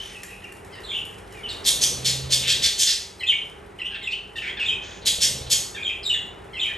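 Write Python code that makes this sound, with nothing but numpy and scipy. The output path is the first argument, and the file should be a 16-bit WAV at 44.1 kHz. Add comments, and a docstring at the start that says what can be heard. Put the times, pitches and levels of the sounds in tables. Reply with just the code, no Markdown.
"""Budgerigars chatter in a tiled room: warbled whistles, nasal chups and two runs of scolding squawks.
The syrinx sings short gliding, quivering notes; in a squawk its membranes slap out harsh puffs of noise.
Two wing flutters shove the air and set a low room mode booming. Beaks and claws tick on a wooden perch,
feathers rustle, and under it all lies a bed of room air with a faint machine hum."""
import sys
import numpy as np
from scipy import signal
from scipy.fft import rfft, irfft, next_fast_len
from scipy.io import wavfile
from scipy.ndimage import map_coordinates

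SR = 44100
rng = np.random.default_rng(int(sys.argv[2]) if len(sys.argv) > 2 else 0)


def wav_record(signal):
    """Record a signal, one row per channel, as 16-bit PCM in the file named by sys.argv[1]."""
    frames = np.transpose(np.atleast_2d(signal))
    bounded = np.clip(frames, -1, 1)
    # unit amplitude maps onto the largest positive 16-bit level
    quanta = np.round(bounded * 32767).astype(np.int16)
    wavfile.write(sys.argv[1], SR, quanta)


N = 298557
TIME = np.arange(N) / SR


# Loose warble notes: start_s, length_s, start_hz, mid_hz, level_db, roughness (0-1)
WARBLE = [ (0.000, 0.018, 3010, 2997, -31, 0.31), (0.722, 0.029, 4900, 4710, -51, 0.44),
          (0.834, 0.054, 4100, 3630, -40.5, 0.48), (0.886, 0.087, 3456, 3306, -33, 0.43),
          (0.908, 0.017, 2500, 2480, -36, 0.52), (0.932, 0.067, 2940, 2906, -27.5, 0.33),
          (1.345, 0.09, 2570, 2306, -48.5, 0.16), (1.433, 0.057, 3114, 2950, -34, 0.22),
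          (1.490, 0.031, 4700, 3930, -34.5, 0.12), (1.642, 0.01, 6540, 5100, -38, 0.3),
          (3.195, 0.018, 4100, 4150, -41.5, 0.09), (3.788, 0.007, 3120, 2890, -34.5, 0.32),
          (3.847, 0.027, 2576, 2940, -25.5, 0.17), (4.027, 0.04, 3910, 3630, -37.5, 0.3),
          (4.123, 0.022, 2500, 2970, -24.5, 0.17), (4.413, 0.041, 3000, 2450, -36, 0.03),
          (4.458, 0.036, 2230, 2297, -32.5, 0.67), (4.477, 0.037, 2850, 3184, -36, 0.2),
          (5.798, 0.019, 2544, 2430, -30.5, 0), (6.030, 0.02, 5160, 4070, -34, 0.09),
          (6.052, 0.026, 3730, 3770, -21.5, 0.17), (6.096, 0.028, 3120, 2897, -17.5, 0.15),
          (6.133, 0.025, 3495, 3530, -25.5, 0.4), (6.139, 0.023, 2020, 1970, -36.5, 0.79),
          (6.654, 0.02, 3110, 3170, -31, 0.1), (6.680, 0.039, 1960, 1910, -37.5, 0.6)]
# Chups, a nasal grunt breaking into a falling flick:
# flick_start_s, flick_length_s, flick_hz, flick_db, grunt_length_s, grunt_hz, grunt_db
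CHUPS = [(0.146, 0.037, 2644, -40, 0.017, 973, -44), (0.292, 0.049, 2605, -41.5, 0.017, 958, -46),
         (0.437, 0.022, 2677, -36.5, 0.02, 994, -44.5), (3.232, 0.015, 2560, -25, 0.027, 996, -33),
         (3.815, 0.01, 2693, -25, 0.021, 1030, -35.5), (3.941, 0.017, 2694, -32, 0.035, 812, -40.5),
         (4.070, 0.018, 2630, -24, 0.058, 1038, -40), (4.379, 0.018, 2850, -29, 0.024, 920, -34.5),
         (4.596, 0.042, 2670, -24, 0.027, 829, -35), (5.773, 0.016, 2380, -28.5, 0.03, 856, -33),
         (6.565, 0.024, 2620, -27, 0.034, 1036, -34)]
# Chirrups, a loud note and its lead-in: start_s, length_s, pitch_hz, level_db, lead_length_s, lead_db
CHIRRUPS = [(3.285, 0.029, 3011, -16, 0.022, -26.5), (4.684, 0.021, 3135, -20, 0.036, -30),
            (5.844, 0.036, 3140, -23, 0.022, -31.5), (6.611, 0.029, 3060, -20, 0.022, -26)]


def whistle_notes(tail_s=0.036, tail_db=-28):
    """Everything the syrinx whistles, laid out as rows like WARBLE."""
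    notes = list(WARBLE)
    for start, length, hz, db, *_ in CHUPS:
        notes.append((start, length, hz * 1.1, hz, db, 0.23))  # falling flick
    for start, length, hz, db, lead_s, lead_db in CHIRRUPS:
        notes += [(start - lead_s, lead_s, hz, hz * 1.15, lead_db, 0.22),  # rising lead-in
                  (start, length, hz * 1.08, hz, db, 0.15),  # loud fall
                  (start + length, tail_s, hz * 0.805, hz * 0.805, tail_db, 0.42)]  # low, rough tail
    return notes


# Throat and beak EQ on the whistle overtones: freq_hz, gain_db
OVERTONE_EQ = [(3600, -3), (5200, -6), (6200, -8), (7300, 2.5), (9000, -3), (11000, -9.5), (13000, -14)]


def whistles(settle_share=0.67, quiver=0.132, flutter_db=7, arch_db=6, skirt_db=-14, third_db=-5):
    """The syrinx starts off pitch and settles; rough notes quiver in pitch and level."""
    tones, overtones = np.zeros((2, N))
    for start, length, start_hz, mid_hz, db, roughness in whistle_notes():
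        t = clock(length)
        slack, mid_slack = np.exp(-t / t[-1] / settle_share), np.exp(-0.5 / settle_share)
        glide_hz = mid_hz + (start_hz - mid_hz) * (slack - mid_slack) / (1 - mid_slack)
        phase = phase_of(glide_hz * (1 + quiver * roughness * wobble(t, 454.4)))
        # pressure peaks in the middle of the note
        pressure_db = flutter_db * roughness * wobble(t, 221) - arch_db * (2 * t / t[-1] - 1) ** 2
        envelope = amp(db) * np.sqrt(2) * unit(amp(pressure_db) * gate(t, edge_s=0.0015))
        # turbulent airflow spreads a skirt around each partial, widest on the overtones
        add(tones, start, envelope * np.sin(phase) * (1 + amp(skirt_db) * wobble(t, 1106)))
        rasp = unit(1 + 0.55 * wobble(t, 1854))
        upper = np.sin(2 * phase) + amp(third_db) * np.sin(3 * phase)
        # notes sung on the throat resonance are the purest
        overtone_db = -8 - 18 * bell(mid_hz, centre_hz=2730, width_hz=1470)
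        add(overtones, start, envelope * amp(overtone_db) * upper * rasp)
    return tones + equalise(overtones, OVERTONE_EQ)


# Squawks and soft rasps: start_s, swell_s, length_s, level_db, beak_hz, tilt_db_per_octave
SQUAWKS = [ (0.000, 0.0086, 0.12, -45, 6100, -5.5), (1.479, 0.02, 0.07, -37.5, 4030, -3),
           (1.646, 0.045, 0.051, -15, 3730, 10), (1.808, 0.026, 0.046, -15.5, 6000, 9),
           (2.042, 0.02, 0.066, -20, 4400, 7.5), (2.299, 0.043, 0.052, -16.5, 4750, 7.5),
           (2.402, 0.043, 0.13, -28.5, 2830, -1), (2.470, 0.012, 0.063, -18, 3870, 4),
           (2.615, 0.034, 0.062, -18, 4050, 5), (2.776, 0.039, 0.071, -17.5, 6360, 8.5),
           (2.847, 0.031, 0.082, -21, 4920, 3.5), (3.942, 0.01, 0.031, -34, 3440, -13.5),
           (4.101, 0.028, 0.027, -36, 4200, 0), (4.358, 0.0026, 0.042, -40.5, 3320, 7.5),
           (4.416, 0.009, 0.1, -34, 2170, -8), (4.589, 0.014, 0.08, -33.5, 2650, -4.5),
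           (4.813, 0.026, 0.17, -44, 6540, -6), (5.052, 0.032, 0.039, -14.5, 3750, 9),
           (5.202, 0.03, 0.062, -17, 5500, 7), (5.496, 0.038, 0.046, -15, 6900, 8.5)]
# Throat EQ of a squawk: freq_hz, gain_db
SQUAWK_EQ = [(900, -65), (1300, -14.5), (1700, -4), (2400, -3), (3200, -0.5), (4400, -3), (6500, -9),
             (8300, -13.5), (9800, -17.5), (10900, -16.5), (11700, -23.5), (12700, -43)]


def squawks(slap_hz=206.8, jitter=0.24, scatter_db=1.3, decay_cycles=0.53,
            cry_hz=3394, cry_quiver=0.0972, cry_db=-8, swell_db=20, sag_db=5, release_s=0.0086):
    """The membranes slap irregularly; each slap lets a chaotic puff through throat and beak."""
    out = np.zeros(N)
    for start, swell_s, length, db, beak_hz, tilt in SQUAWKS:
        t = clock(length)
        cycle = np.cumsum(slap_hz * (1 + jitter * wobble(t, 200))) / SR % 1
        # the overdriven whistle survives inside the noise as a wildly shaking cry
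        phase = phase_of(cry_hz * (1 + cry_quiver * wobble(t, 700)))
        cry = unit(sum(np.sin(k * phase) for k in range(1, 4)))
        breath = hiss(t) + amp(cry_db) * cry
        puffs = breath * np.exp(-cycle / decay_cycles) * amp(scatter_db * wobble(t, 196))
        ring_db = min(4.5 + 0.48 * (-15 - db), 13)  # softer squawks ring more in the beak
        voice = shape(puffs, lambda f: amp(lookup(SQUAWK_EQ, f)
                                           + tilt * np.log2(np.maximum(f, 1000) / 4000)
                                           + ring_db * bell(f, beak_hz, width_hz=1300)))
        # pressure builds quickly, then sags until the beak shuts
        attack_db = -swell_db * np.maximum(1 - t / swell_s, 0) ** 2.68
        droop_db = sag_db * np.maximum(t - swell_s, 0) / length
        edges = gate(t, edge_s=np.where(t < swell_s, 0.002, release_s))
        add(out, start, amp(db + attack_db - droop_db) * unit(voice) * edges)
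    return out


# Lone nasal notes: start_s, length_s, pitch_hz, level_db
NASALS = [(0.722, 0.0695, 974, -43), (1.314, 0.071, 981, -49.5)]
# Throat EQ of a nasal note: freq_hz, gain_db
NASAL_EQ = [(1000, -43), (1600, -1.5), (2000, 0), (2450, -2), (3100, 0.5), (3500, 1), (4000, -12.5),
            (4900, -20.5), (6000, -37), (9000, -29)]


def nasals(pitch_sag=0.083, quiver=0.033):
    """Lone notes and chup grunts: a sinking harmonic stack whose fundamental the throat holds back."""
    out = np.zeros(N)
    grunts = [(flick_start - length, length, hz, db) for flick_start, _, _, _, length, hz, db in CHUPS]
    for start, length, pitch_hz, db in NASALS + grunts:
        t = clock(length)
        glide_hz = pitch_hz * (1 + pitch_sag * (0.5 - t / t[-1]))
        phase = phase_of(glide_hz * (1 + quiver * wobble(t, 417)))
        tone = sum(amp(lookup(NASAL_EQ, k * pitch_hz)) * np.sin(k * phase) for k in range(1, 9))
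        add(out, start, amp(db) * unit(tone * gate(t, edge_s=0.0032)))
    return out


# Bouts of flapping: start_s, length_s, hardest_beat_s, level_db, boom_db
FLUTTERS = [(1.626, 1.08, 2.208, -40.5, -35), (5.004, 0.66, 5.38, -41.5, -42.5)]
# Low thump of shoved air: freq_hz, gain_db
THUMP_EQ = [(35, -34), (58, -7), (74, 6.5), (90, -8), (115, -9), (190, -7.5), (300, -13.5), (600, -51)]
# Whoosh through the feathers: freq_hz, gain_db
WHOOSH_EQ = [(150, 6), (300, -7), (500, 17.5), (800, 1), (1500, -7), (4000, 8), (9000, -32), (13000, -65)]


def wings(beat_hz=17, unevenness=0.0775, thump_db=-1, whoosh_db=-20.5, arch_db=5.5,
          boom_hz=130.3, boom_arch_db=25.5):
    """Each downstroke shoves the air and rushes through the feathers; the room booms at one low mode."""
    effort, boom_level = np.zeros((2, N))
    for start, length, hardest_s, db, boom_db in FLUTTERS:
        t = clock(length)
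        edges = gate(t, edge_s=0.035)
        falloff = (2 * (start + t - hardest_s) / length) ** 2
        add(effort, start, edges * amp(db - arch_db * falloff))
        add(boom_level, start, edges * amp(boom_db - boom_arch_db * falloff))
    cycle = np.cumsum(beat_hz * (1 + unevenness * wobble(TIME, 6.8))) / SR % 1
    stroke = np.exp(-cycle / 0.99) * np.minimum(cycle / 0.2, 1)
    thump = unit(colour(rng.standard_normal(N), THUMP_EQ) * stroke)
    whoosh = unit(colour(diffuse(N), WHOOSH_EQ) * stroke)
    boom = drone(boom_hz, drift_hz=1, rate_hz=11)
    # feather noise grows more slowly with effort than the shove of air
    return amp(thump_db) * effort * thump + amp(whoosh_db) * np.sqrt(effort) * whoosh + boom_level * boom


# Beak and claw hits: start_s, level_db
TICKS = [(0.2331, -31), (0.441, -45), (0.5227, -40), (0.6479, -42.5), (0.8043, -45), (1.052, -37),
         (1.3244, -40.5)]
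# Tone of a tick on the perch: freq_hz, gain_db
TICK_EQ = [(700, -25), (1800, 6.5), (3500, -11), (6000, -5), (9000, -2.5), (11500, 0.5), (13000, -32)]


def ticks(decay_s=0.0025, gain_db=1):
    """Beaks and claws click on the perch, each a fast-dying burst of noise."""
    out, t = np.zeros(N), clock(0.033)
    for start, db in TICKS:
        add(out, start, amp(db + gain_db) * colour(hiss(t), TICK_EQ) * np.exp(-t / decay_s))
    return out


# Swells of nuzzling and shuffling: middle_s, half_length_s, level_db
SHUFFLES = [(0.0, 0.34, -51.5), (0.93, 0.18, -59), (2.202, 0.95, -52), (6.77, 0.22, -59.5)]
# Bright brush of feathers: freq_hz, gain_db
RUSTLE_EQ = [(1000, -15), (2500, 9), (4500, -3.5), (7000, -3), (11000, 3.5), (13000, -26)]


def rustle(grain_db=6, fidget_db=-61):
    """Feather barbs brush past each other in small uneven grains, never quite at rest."""
    grains = rng.standard_normal(N) * amp(grain_db * wobble(TIME, 140))
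    motion = amp(fidget_db) + sum(amp(db) * hump(middle, half) for middle, half, db in SHUFFLES)
    return colour(grains, RUSTLE_EQ) * motion


# Room tone: freq_hz, gain_db
AIR_EQ = [(20, -23), (45, 0.5), (90, 5.5), (140, -2.5), (290, -4.5), (410, 4.5), (520, -3.5), (800, -4),
          (1200, -7.5), (2000, -11.5), (2900, -19.5), (4500, -30.5), (7000, -37.5), (11000, -50.5),
          (13000, -56)]
# Machine hum partials: pitch_hz, level_db
HUM = [(48.4, -57), (188.4, -59), (387.6, -58), (823.6, -60.5)]


def background(air_db=-42.5, swell_db=2.07, waver_db=1.05, dip_db=2.5):
    """Room air and a faint, wavering machine hum; the level of both dips briefly midway."""
    air = amp(air_db + swell_db * wobble(TIME, 2.34)) * colour(diffuse(N), AIR_EQ)
    hum = sum(amp(db + waver_db * wobble(TIME, 5.5)) * drone(hz, drift_hz=3, rate_hz=14)
              for hz, db in HUM)
    return (air + hum) * amp(-dip_db * hump(middle_s=3.35, half_s=0.53))


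# Left-right likeness of diffuse sound: freq_hz, correlation (1 is mono)
STEREO_LIKENESS = [(60, 1), (190, 0.95), (400, 0.34), (800, 0.042), (1400, 0.4), (2100, 0.95), (3000, 0.94),
                   (12000, 1)]


def diffuse(size):
    """Noise arriving from all sides at the two microphone ports."""
    mid, side = rng.standard_normal((2, size))
    mid = shape(mid, lambda f: np.sqrt((1 + lookup(STEREO_LIKENESS, f)) / 2))
    side = shape(side, lambda f: np.sqrt((1 - lookup(STEREO_LIKENESS, f)) / 2))
    return np.array([mid + side, mid - side])


def room(x, early_t60_s=0.018, early_db=-0.5, ring_t60_s=0.45, ring_db=2.5):
    """Quick reflections from wall and ceiling, then the ring of the tiled room."""
    t = clock(1)
    echoes = 0
    for delay_s, t60_s, db in [(0.002, early_t60_s, early_db), (0.009, ring_t60_s, ring_db)]:
        fade = amp(-60 * t / t60_s) * (t > delay_s)
        echoes += amp(db) * diffuse(len(t)) * fade / np.linalg.norm(fade)
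    return signal.fftconvolve(x[None], echoes, axes=1)[:, :N]


def amp(db):
    """Decibels to gain."""
    return 10 ** (np.asarray(db) / 20)


def unit(x):
    """Scale to an rms of 1."""
    return x / np.sqrt(np.mean(x ** 2) + 1e-20)


def lookup(curve, hz):
    """Read a curve on a log-frequency axis."""
    f, value = np.transpose(curve)
    return np.interp(np.log(np.maximum(hz, 1)), np.log(f), value)


def shape(x, response):
    """Filter by a function from Hz to gain."""
    size = next_fast_len(x.shape[-1] + 2048)
    return irfft(rfft(x, size) * response(np.fft.rfftfreq(size, 1 / SR)), size)[..., :x.shape[-1]]


def equalise(x, eq):
    """Apply an EQ curve."""
    return shape(x, lambda f: amp(lookup(eq, f)))


def colour(x, eq):
    """Apply an EQ curve and scale to an rms of 1."""
    return unit(equalise(x, eq))


def bell(f, centre_hz, width_hz):
    """Power response of one resonance, 1 at its centre."""
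    return (f * width_hz) ** 2 / ((centre_hz ** 2 - f ** 2) ** 2 + (f * width_hz) ** 2)


def wobble(t, rate_hz):
    """Smooth random motion with a spread near 1."""
    return map_coordinates(rng.standard_normal(1024), [t * rate_hz], order=3, mode="wrap")


def phase_of(hz):
    """Running phase of a moving pitch."""
    return 2 * np.pi * np.cumsum(hz) / SR


def drone(hz, drift_hz, rate_hz):
    """A sustained sine with wandering pitch, at an rms of 1."""
    return unit(np.sin(phase_of(hz + drift_hz * wobble(TIME, rate_hz))))


def clock(length_s):
    """Sample times of a short sound."""
    return np.arange(max(int(length_s * SR), 32)) / SR


def hiss(t):
    """White noise for a short sound."""
    return np.resize(rng.standard_normal(8192), len(t))


def gate(t, edge_s):
    """Soft start and stop of a note."""
    return np.sin(np.pi / 2 * np.clip(np.minimum(t, t[-1] - t) / edge_s, 0, 1)) ** 2


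def hump(middle_s, half_s):
    """A smooth rise to 1 and fall back."""
    return np.exp(-((TIME - middle_s) / half_s) ** 2)


def add(track, start_s, x):
    """Mix a sound into the track at a time."""
    i = max(int(start_s * SR), 0)
    track[i:i + len(x)] += x[:max(N - i, 0)]


# Fader ride on the direct song as the birds turn to and from the microphone: time_s, gain_db
HEAD_TURNS = [(0, -1), (.9, -0.5), (1.45, 3.5), (3.25, 2.5), (4.1, 1.5), (4.6, 2.5), (5.85, -9), (6.1, 0),
              (6.6, -3.5)]


def scene(song_db=-4, squawk_db=-2, rustle_db=-4):
    """Voices and small noises feed the room; wings and background join after the reverb."""
    song = amp(song_db) * (whistles() + nasals())
    noises = amp(squawk_db) * squawks() + ticks() + amp(rustle_db) * rustle()
    direct = song * amp(np.interp(TIME, *np.transpose(HEAD_TURNS))) + noises
    return direct + room(song + noises) + wings() + background()


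# Level of the left port over the right: freq_hz, balance_db
PORT_BALANCE = [(40, 2), (130, -3), (400, -1.5), (800, 2.5), (1300, 0), (3000, 0)]
# Phase lead of the left port: freq_hz, lead_rad
PORT_PHASE = [(2000, 0), (3200, .7), (5000, .5), (6500, 0), (8800, 0), (9500, -2), (10300, -3.14),
              (11300, -5), (12000, -5.45)]


def record(dry, ceiling=0.8, top_hz=12900):
    """The two ports differ in phase and level; the loudest peaks are rounded and the top is cut steeply."""
    left = shape(dry[0], lambda f: amp(lookup(PORT_BALANCE, f) / 2)
                 * np.exp(1j * np.interp(f, *np.transpose(PORT_PHASE))))
    right = shape(dry[1], lambda f: amp(-lookup(PORT_BALANCE, f) / 2))
    ports = np.array([left, right])
    rounded = ports / (1 + (ports / ceiling) ** 6) ** (1 / 6)
    high_cut = signal.ellip(8, 0.2, 70, top_hz, fs=SR, output="sos")
    return signal.sosfilt(high_cut, rounded)


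dry = scene()
out = record(dry)
wav_record(out)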